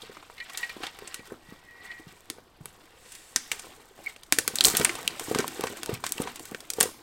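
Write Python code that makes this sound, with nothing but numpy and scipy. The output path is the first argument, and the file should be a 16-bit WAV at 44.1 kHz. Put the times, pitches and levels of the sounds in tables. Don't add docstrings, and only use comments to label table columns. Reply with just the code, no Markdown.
import sys
import numpy as np
from scipy import signal
from scipy.fft import rfft, irfft
from scipy.io import wavfile
from scipy.ndimage import uniform_filter1d

SR = 44100
rng = np.random.default_rng(int(sys.argv[2]) if len(sys.argv) > 2 else 0)


def waveform_to_disk(signal):
    frames = np.transpose(np.atleast_2d(signal))
    scaled = np.clip(frames, -1, 1) * 32767
    samples = np.round(scaled).astype(np.int16)
    wavfile.write(sys.argv[1], SR, samples)


N = 309582
TIME = np.arange(N) / SR

# (time [s], strength [dB], tilt [dB/octave], resonance [Hz],
# resonance height [dB], splinter level [dB])
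SNAPS = [(.017, -27.5, 1.5, 3540, 21.5, -2), (.168, -22, -6, 1120, 11, -6.5),
         (0.225, -28, -6, 1170, 15, -2), (0.299, -25.5, -7, 1140, 12.5, -17),
         (.4977, -20, -1, 2390, 11, -3), (0.5337, -22, 2.5, 1780, 11, -17),
         (0.5731, -10.5, 3.5, 4320, 6, -3), (.833, -13.5, -6, 2920, 15.5, 1.5),
         (0.8668, -13.5, -2, 3500, 14, -8), (0.9877, -16.5, -4, 12950, 10, -10),
         (1.074, -17.5, -1.9, 7820, 15, -5.5), (1.143, -8.5, 1.8, 3350, 4.5, -9.5),
         (2.3002, -5.5, 1.3, 3780, 4, -14.5), (2.657, -14.5, -3, 10900, 18.5, -28),
         (3.119, -24.5, 3, 8510, 10, -5), (3.15, -25, 4, 2290, 14, -2.5),
         (3.3608, 3, 0.8, 6000, 11.5, -9.5), (3.516, -2, 0.2, 2420, 15, -5),
         (3.5933, -18.5, 0, 7820, 13, -2.5), (4.162, -21.5, -2.5, 2950, 9.5, -15),
         (4.2333, -20.5, 1, 3970, 7, -17), (4.324, 10, 2.5, 1670, 11.5, -13.5),
         (4.3866, 5, 4, 1780, 13.5, -13), (4.4779, 2.5, 4, 1530, 13, -16), (4.5561, -4, 4.5, 6600, 3.5, -9),
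         (4.5859, -7, 1, 3980, 17.5, -30), (4.6081, 3, 1.5, 3700, 18, -11),
         (4.6391, -4.5, 8, 13000, -6, -8), (4.6479, 2, 2, 3790, 20.5, -15), (4.6524, 3, 5, 6850, 12.5, -13),
         (4.75, 0, -2.5, 3540, 5.5, -9), (4.769, -0.5, 4.5, 11400, 8.5, -5.5),
         (4.813, -1.5, -2, 1700, 5, -11), (4.8473, -0.5, 1.5, 8800, 17, -15),
         (4.8507, 3.5, -1, 2120, 12.5, -9.5), (4.893, -8.5, -1.5, 2040, 22, -3.5),
         (4.9527, -9.5, -0.5, 900, 4, -7), (5.0775, -1, 3, 3100, 18, -23), (5.1958, -4.5, 0.5, 870, 6, -12),
         (5.3479, 1, -3, 940, 7.5, -11.5), (5.3868, 0, -0.5, 5850, 5, -9.5),
         (5.4022, -8, -3.5, 6070, 9, -2.5), (5.4433, -14, -7.5, 1100, 12.5, -18),
         (5.4789, -6, -0.7, 12600, 11, -12), (5.6091, -6.5, 0.2, 13000, 4, -19),
         (5.6379, -4, -2.5, 1030, 14.5, -13), (5.669, -8.5, -2.5, 1850, 6, -4),
         (5.769, -18.5, -1, 11940, 11, -2.5), (5.8323, -3.5, -0.5, 5570, 1, -17),
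         (5.8602, -8.5, 2, 1020, 6, -24), (6.039, -6.5, -3, 875, 15, -3), (6.0651, -2, 0.4, 1270, 3, -10.5),
         (6.092, -17, 4, 9000, 2, -21), (6.1211, -6, 6, 6940, 3.5, -18),
         (6.1802, -10.5, -1.5, 2570, 10.5, -16), (6.2185, -11, -3, 9800, 17.5, -11),
         (6.2717, -15.5, -6, 1030, 13, 0.5), (6.358, -14.5, 2.2, 880, 6, -10),
         (6.395, -14, 1, 700, 11, -15), (6.454, -17.5, 4, 4000, -2, -12),
         (6.5466, -8.5, -4.5, 2030, 9.5, -15), (6.604, -17, 1, 4500, 4.5, -12),
         (6.7021, -5, 4, 5300, 5.5, -12.5), (6.7347, -12.5, 4, 4910, 5.5, -12),
         (6.8036, 0.5, 3, 11200, 6, -7), (6.8093, 9.5, -2, 8800, 13, -14.5),
         (6.8283, -3, 4.5, 12000, 8, -5.5)]
# (frequency [Hz], gain [dB])
SNAP_SPECTRUM = [(30, -17), (120, -4.5), (350, 0.5), (800, 0), (3500, 1.5), (6000, -0.5), (9000, 0.5),
                 (12000, -6.5), (16000, -10)]
# (frequency [Hz], gain [dB])
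SPLINTER_SPECTRUM = [(300, -12), (1500, 11), (4000, 6.5), (8000, 8), (15000, -2.5)]
# (time [s], level [dB], pitch [Hz])
THUDS = [(0.0344, -38, 444), (0.0959, -36, 393), (.766, -31, 400), (0.8046, -35, 425), (.841, -39, 670),
         (1.0225, -34, 440), (1.1932, -37, 252), (1.3204, -28, 383), (1.487, -41, 164), (1.523, -35.5, 270),
         (1.9969, -40, 342), (2.0685, -36.5, 168), (2.303, -35, 340), (2.384, -37, 555),
         (2.6083, -33.5, 152), (3.3597, -35.5, 244), (3.669, -39, 730), (3.9903, -35, 560),
         (4.3255, -27.5, 272), (4.385, -23.5, 378), (4.479, -28, 370), (4.5357, -32.5, 243),
         (4.66, -22, 398), (4.679, -23, 390), (4.739, -23.5, 342), (4.796, -22.5, 195), (4.809, -17.5, 452),
         (5.209, -35, 358), (5.283, -26, 290), (5.3131, -16.5, 440), (5.3585, -18, 314),
         (5.3925, -15.5, 320), (5.5945, -23, 376), (5.6392, -18.5, 456), (5.701, -32, 290),
         (5.8928, -19.5, 363), (5.9277, -23.5, 114), (6.2007, -16.5, 265), (6.404, -36.5, 380),
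         (6.518, -29, 310), (6.785, -21, 446), (6.8096, -17, 476), (6.8342, -24, 450), (6.8561, -23.5, 500)]
# (frequency [Hz], gain [dB])
LITTER_SPECTRUM = [(25, -16), (70, -4.5), (150, -5), (380, 1), (650, -3), (1100, -6), (2000, -14),
                   (5000, -22.5)]
# (peak time [s], rasp level [dB], crackle level [dB], rise [s], fall [s])
BOUGHS = [(.01, -51, -59, 0.038, 0.9), (.61, -43, -49, 0.29, 0.33), (.845, -35, -47, .05, 0.067),
          (1.15, -50.5, -59.5, 0.86, 0.1), (1.27, -49, -53, 0.059, 0.1), (1.54, -55.5, -61.5, 0.36, 0.22),
          (1.85, -47, -56, 0.043, 0.05), (2.0, -56, -62, 0.2, 0.033), (2.09, -57.5, -58.5, 0.035, 0.3),
          (2.67, -59, -56, 0.079, 0.14), (3.57, -51.5, -51.5, 0.43, 0.35), (4.091, -47, -49.5, 0.15, 0.079),
          (4.55, -54, -58, 0.68, 0.12), (4.658, -51, -17, 0.017, 0.07), (4.8, -34.5, -34, 0.17, 0.22),
          (5.21, -59, -40.5, 0.049, 0.75), (5.41, -39, -59, 0.39, 0.053), (5.95, -39, -43.5, 0.14, 0.032),
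          (6.06, -43, -42, 0.019, 0.099), (6.21, -43.5, -47, 0.19, 0.25), (6.45, -75, -52.5, 0.3, 0.45),
          (6.83, -41.5, -38, .09, 0.085)]
# (time [s], level [dB])
STIR = [(0, -63), (.9, -58.5), (1.5, -67), (1.85, -57.5), (2.15, -62.5), (2.55, -66.5), (2.8, -58.5),
        (3.3, -63.5), (3.7, -54), (3.9, -62), (4.28, -64), (4.7, -39.5), (5.1, -45.5), (5.7, -45),
        (6.0, -53.5), (6.35, -52.5), (6.65, -56.5), (7.02, -56.5)]
# (frequency [Hz], gain [dB])
RASP_SPECTRUM = [(200, -38), (700, -0.5), (1300, 1), (2000, 1.5), (3600, 0), (5500, -6.5), (12000, -50)]
# (frequency [Hz], gain [dB])
CRACKLE_SPECTRUM = [(1000, 1), (3500, -5.5), (5500, -0.5), (8200, 7), (10500, -3), (14000, 1), (16000, -6)]
# (time [s], level [dB])
SAW_TAPS = [(0.379, -43), (0.4, -36), (0.421, -48), (.629, -29), (0.693, -37.5), (1.19, -48), (1.913, -42)]
# (peak time [s], level [dB], rise [s], fall [s])
SAW_SCRAPES = [(.62, -43, .19, 0.057), (1.15, -49.5, 0.23, 0.14), (1.48, -54.5, 0.057, .15),
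               (1.69, -50, .09, .22), (1.91, -41.5, 0.25, 0.18)]
# (frequency [Hz], level [dB], 60 dB decay time [s])
SAW_MODES = [(1906, -1, 0.32), (1948, -2, 0.091), (2150, -13.5, 0.54), (2384, -9, 0.16), (2550, -10, 0.1),
             (2980, -11, 0.046), (4215, 1.5, 0.0047)]
# (time [s], pitch [Hz], level [dB])
SQUEAK = [(4.057, 2325, -65), (4.063, 2160, -28), (4.066, 2285, -43), (4.07, 2260, -24.5),
          (4.077, 2070, -28), (4.077, 2080, -44), (4.101, 2120, -42)]
# (time [s], level [dB])
SWISH = [(2.9, -72), (3.05, -57), (3.14, -51), (3.25, -55.5), (3.35, -57.5), (3.62, -58), (3.9, -69)]
# (frequency [Hz], gain [dB])
CLOTH_SPECTRUM = [(700, -22), (1800, -0.5), (4000, -3), (6000, -5), (8000, 1.5), (11000, -8), (16000, -15)]
# (frequency [Hz], 60 dB decay time [s])
WOODS_T60 = [(150, 0.46), (600, 0.093), (2000, 0.29), (5000, 0.61), (8000, 0.23), (15000, 0.68)]
# (frequency [Hz], gain [dB])
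WOODS_SPECTRUM = [(100, 8), (500, 13), (1500, 3), (4000, 0), (8000, 5), (15000, -3.5)]
# (frequency [Hz], gain [dB])
AIR_SPECTRUM = [(20, 3), (80, -2.5), (150, -8), (250, -9), (500, -10), (1000, -8.5), (2500, -22.5),
                (5500, -24), (8000, -39), (12000, -29), (16000, -44)]


def snaps(splinter_s=0.006, twiglet_db=-13, twiglet_s=0.033, overtone=0.093, knee_hz=700, size=8192):
    out, hz = np.zeros(N), np.fft.rfftfreq(size, 1 / SR) + 1
    lead_s = size // 16 / SR
    t = np.maximum(np.arange(size) / SR - lead_s, 0)
    settling = (t > .001) * (np.exp(-t / splinter_s) + amp(twiglet_db) * np.exp(-t / twiglet_s))
    for s, db, tilt, ring_hz, ring_db, splinter_db in SNAPS:
        fibres, splinters = rng.standard_normal((2, size))
        age = 2.8 * t / fracture_time(db, splinter_db)
        burst = rfft(fibres * age * np.exp(1 - age))
        burst /= np.sqrt(uniform_filter1d(abs(burst) ** 2, size // 32))
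        bending = resonance(hz, ring_hz) + overtone * resonance(hz, 2.76 * ring_hz)
        debris = rfft(unit(splinters * np.sqrt(abs(splinters)) * settling)) / np.sqrt(size)
        debris *= amp(splinter_db + curve(SPLINTER_SPECTRUM, hz))
        crack = burst * minimum_phase(ring_db * bending) + debris
        shape_db = curve(SNAP_SPECTRUM, hz) + tilt * np.log2(np.maximum(hz, knee_hz) / 3000)
        add(out, s - lead_s, irfft(crack * minimum_phase(db + shape_db)))
    return out


def fracture_time(db, splinter_db, base_s=0.0035, force_halving_db=17, splinter_doubling_db=11):
    return base_s * 2 ** (splinter_db / splinter_doubling_db - db / force_halving_db)


def resonance(hz, centre_hz, octaves=0.35):
    return np.exp(-.5 * (np.log2(hz / centre_hz) / octaves) ** 2)


def thuds(cycles=0.54, grit=0.24, crush_s=0.0068, low_cut_hz=89):
    out, t = np.zeros(N), np.arange(SR // 10) / SR
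    for s, db, hz in THUDS:
        age = t * hz / cycles
        push = np.sqrt(age) * np.exp(1 - 1.11 * age) * np.sin(2 * np.pi * hz * t)
        crush = noise(LITTER_SPECTRUM, len(t)) * (1 - np.exp(-age)) * np.exp(-t / crush_s)
        add(out, s, amp(db) * (push + grit * crush))
    return signal.sosfilt(signal.butter(2, low_cut_hz, "highpass", fs=SR, output="sos"), out)


def undergrowth(rasping, crackling, litter_db=-1, rasp_db=-1, crackle_db=-2):
    litter = grains(LITTER_SPECTRUM, per_s=800, spread_db=4.5, cycles=1, rub=0.19) * tread()
    rasp = grains(RASP_SPECTRUM, per_s=2800, spread_db=4.0, cycles=2.24, rub=0.71) * rasping
    crackle = grains(CRACKLE_SPECTRUM, per_s=2600, spread_db=4.5, cycles=0.6, rub=0.65) * crackling
    return amp(litter_db) * litter + amp(rasp_db) * rasp + amp(crackle_db) * crackle


def grains(spectrum, per_s, spread_db, cycles, rub, bands=28, clump_db=2.5):
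    crushings = np.zeros(N)
    clumps = amp(clump_db * unit(uniform_filter1d(rng.standard_normal(N), SR // 70)))
    for hz in np.geomspace(spectrum[1][0], min(spectrum[-2][0], 15000), bands):
        age = np.arange(int(8 * cycles / hz * SR) + 8) * hz / cycles / SR
        ragged = np.sin(2 * np.pi * cycles * age) + .4 * rng.standard_normal(len(age))
        grain = unit(age * np.exp(-age) * ragged) / np.sqrt(len(age))
        sizes = amp(spread_db * np.minimum(rng.exponential(1, N), 3))
        onsets = rng.random(N) < per_s / bands / SR
        crushings += signal.oaconvolve(sizes * onsets, grain)[:N] * np.sqrt(hz)
    return unit(clumps * (unit(colour(crushings, spectrum)) + rub * noise(spectrum)))


def tread(crunch_db=-19, lag_s=0.0073, rise_s=0.05, fall_s=0.073, stir_db=-1):
    crunches = swells((s + lag_s, db + crunch_db, rise_s, fall_s) for s, db, _ in THUDS)
    return np.hypot(crunches, amp(stir_db) * level(STIR))


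def dragging(rasp_stir_db=-1, crackle_stir_db=-6):
    rasp = swells((s, db, rise, fall) for s, db, _, rise, fall in BOUGHS)
    crackle = swells((s, db, rise, fall) for s, _, db, rise, fall in BOUGHS)
    stir = level(STIR)
    return np.hypot(rasp, amp(rasp_stir_db) * stir), np.hypot(crackle, amp(crackle_stir_db) * stir)


def ticks(crackling, per_s=45, tick_db=-7):
    click = irfft(minimum_phase(curve(CRACKLE_SPECTRUM, np.fft.rfftfreq(512, 1 / SR)) / 2))
    clicks = signal.oaconvolve(impulses(per_s), click)[:N]
    return amp(tick_db) * unit(clicks) * crackling


def saw(tap_db=-2, scrape_db=-2, chatter_s=0.003, contact_s=0.016):
    t, taps = np.arange(SR // 3) / SR, np.zeros(N)
    for s, db in SAW_TAPS:
        ring = steel(t, db_per_octave=0.5) * np.exp(-t / contact_s)
        chatter = rng.standard_normal(len(t)) * t * np.exp(-t / chatter_s)
        tap = signal.oaconvolve(chatter, ring)
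        add(taps, s, amp(db + tap_db) * tap / tap[:SR // 50].std())
    scrape = signal.oaconvolve(impulses(per_s=700), steel(t, db_per_octave=-5))[:N]
    return taps + amp(scrape_db) * swells(SAW_SCRAPES) * unit(scrape)


def steel(t, db_per_octave):
    ring, lowest_hz = np.zeros(len(t)), SAW_MODES[0][0]
    for hz, db, t60 in SAW_MODES:
        envelope = amp(db + db_per_octave * np.log2(hz / lowest_hz) - 60 * t / t60)
        ring += envelope * np.sin(2 * np.pi * (hz * t + rng.random()))
    return ring


def squeak(overtone_db=-25):
    s, hz, _ = np.transpose(SQUEAK)
    phase = 2 * np.pi * np.cumsum(np.interp(TIME, s, hz)) / SR
    return level(SQUEAK, column=2) * (np.sin(phase) + amp(overtone_db) * np.sin(2 * phase))


def jacket(reflection=0.26, delay_s=.0011):
    hiss = noise(CLOTH_SPECTRUM)
    return level(SWISH) * unit(hiss + reflection * np.roll(hiss, round(delay_s * SR)))


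def woods(direct, spots=5, spots_per_s=17):
    position, scattered = TIME * spots_per_s % spots, np.zeros(N)
    for spot in range(spots):
        distance = abs((position - spot + 1) % spots - 1)
        share = np.cos(np.pi / 2 * np.minimum(distance, 1))
        scattered += signal.oaconvolve(direct * share, echoes())[:N]
    return direct + colour(scattered, WOODS_SPECTRUM)


def echoes(near_db=-15, near_s=0.0032, far_db=-18):
    t = np.arange(SR // 2) / SR
    near, far = rng.standard_normal((2, len(t))) * (t > .002)
    near *= np.exp(-t / near_s)
    hz, delay_s, bands = signal.stft(far, SR, nperseg=256)
    decay = amp(-60 * delay_s / curve(WOODS_T60, hz)[:, None])
    far = signal.istft(bands * decay, SR, nperseg=256)[1][:len(t)]
    return amp(near_db) * near / np.linalg.norm(near) + amp(far_db) * far / np.linalg.norm(far)


def forest_air(db=-61):
    return amp(db) * noise(AIR_SPECTRUM)


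def amp(db):
    return 10 ** (np.asarray(db) / 20)


def unit(x):
    return x / np.sqrt(np.mean(x ** 2) + 1e-20)


def add(mix, s, sound):
    part = mix[max(round(s * SR), 0):][:len(sound)]
    part += sound[:len(part)]


def curve(points, hz):
    point_hz, value = np.transpose(points)
    return np.interp(np.log(hz + 1), np.log(point_hz + 1), value)


def colour(x, spectrum):
    return irfft(rfft(x) * amp(curve(spectrum, np.fft.rfftfreq(len(x), 1 / SR))), len(x))


def noise(spectrum, size=N):
    return unit(colour(rng.standard_normal(size), spectrum))


def impulses(per_s):
    return rng.standard_normal(N) * (rng.random(N) < per_s / SR)


def minimum_phase(db):
    log_gain = np.log(amp(np.concatenate([db, db[-2:0:-1]])))
    return np.exp(np.conj(signal.hilbert(log_gain)))[:len(db)]


def level(rows, column=1):
    rows = np.array(rows)
    return amp(np.interp(TIME, rows[:, 0], rows[:, column], left=-120, right=-120))


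def swells(rows, depth_db=20):
    power = np.zeros(N)
    for s, db, rise_s, fall_s in rows:
        t = np.arange(-min(3 * rise_s, s), 3 * fall_s, 1 / SR)
        add(power, s + t[0], amp(db - depth_db * np.maximum(-t / rise_s, t / fall_s)) ** 2)
    return np.sqrt(power)


def scene():
    air = forest_air()
    rasping, crackling = dragging()
    direct = snaps() + thuds() + saw() + squeak()
    direct += undergrowth(rasping, crackling) + ticks(crackling) + jacket()
    mono = woods(direct) + air
    return np.array([mono, mono])


def record(dry, cutoff_hz=16050):
    low_pass = signal.firwin(511, cutoff_hz, window=("kaiser", 9), fs=SR)
    return signal.oaconvolve(np.clip(dry, -1, 1), low_pass[None], "same")


dry = scene()
out = record(dry)
waveform_to_disk(out)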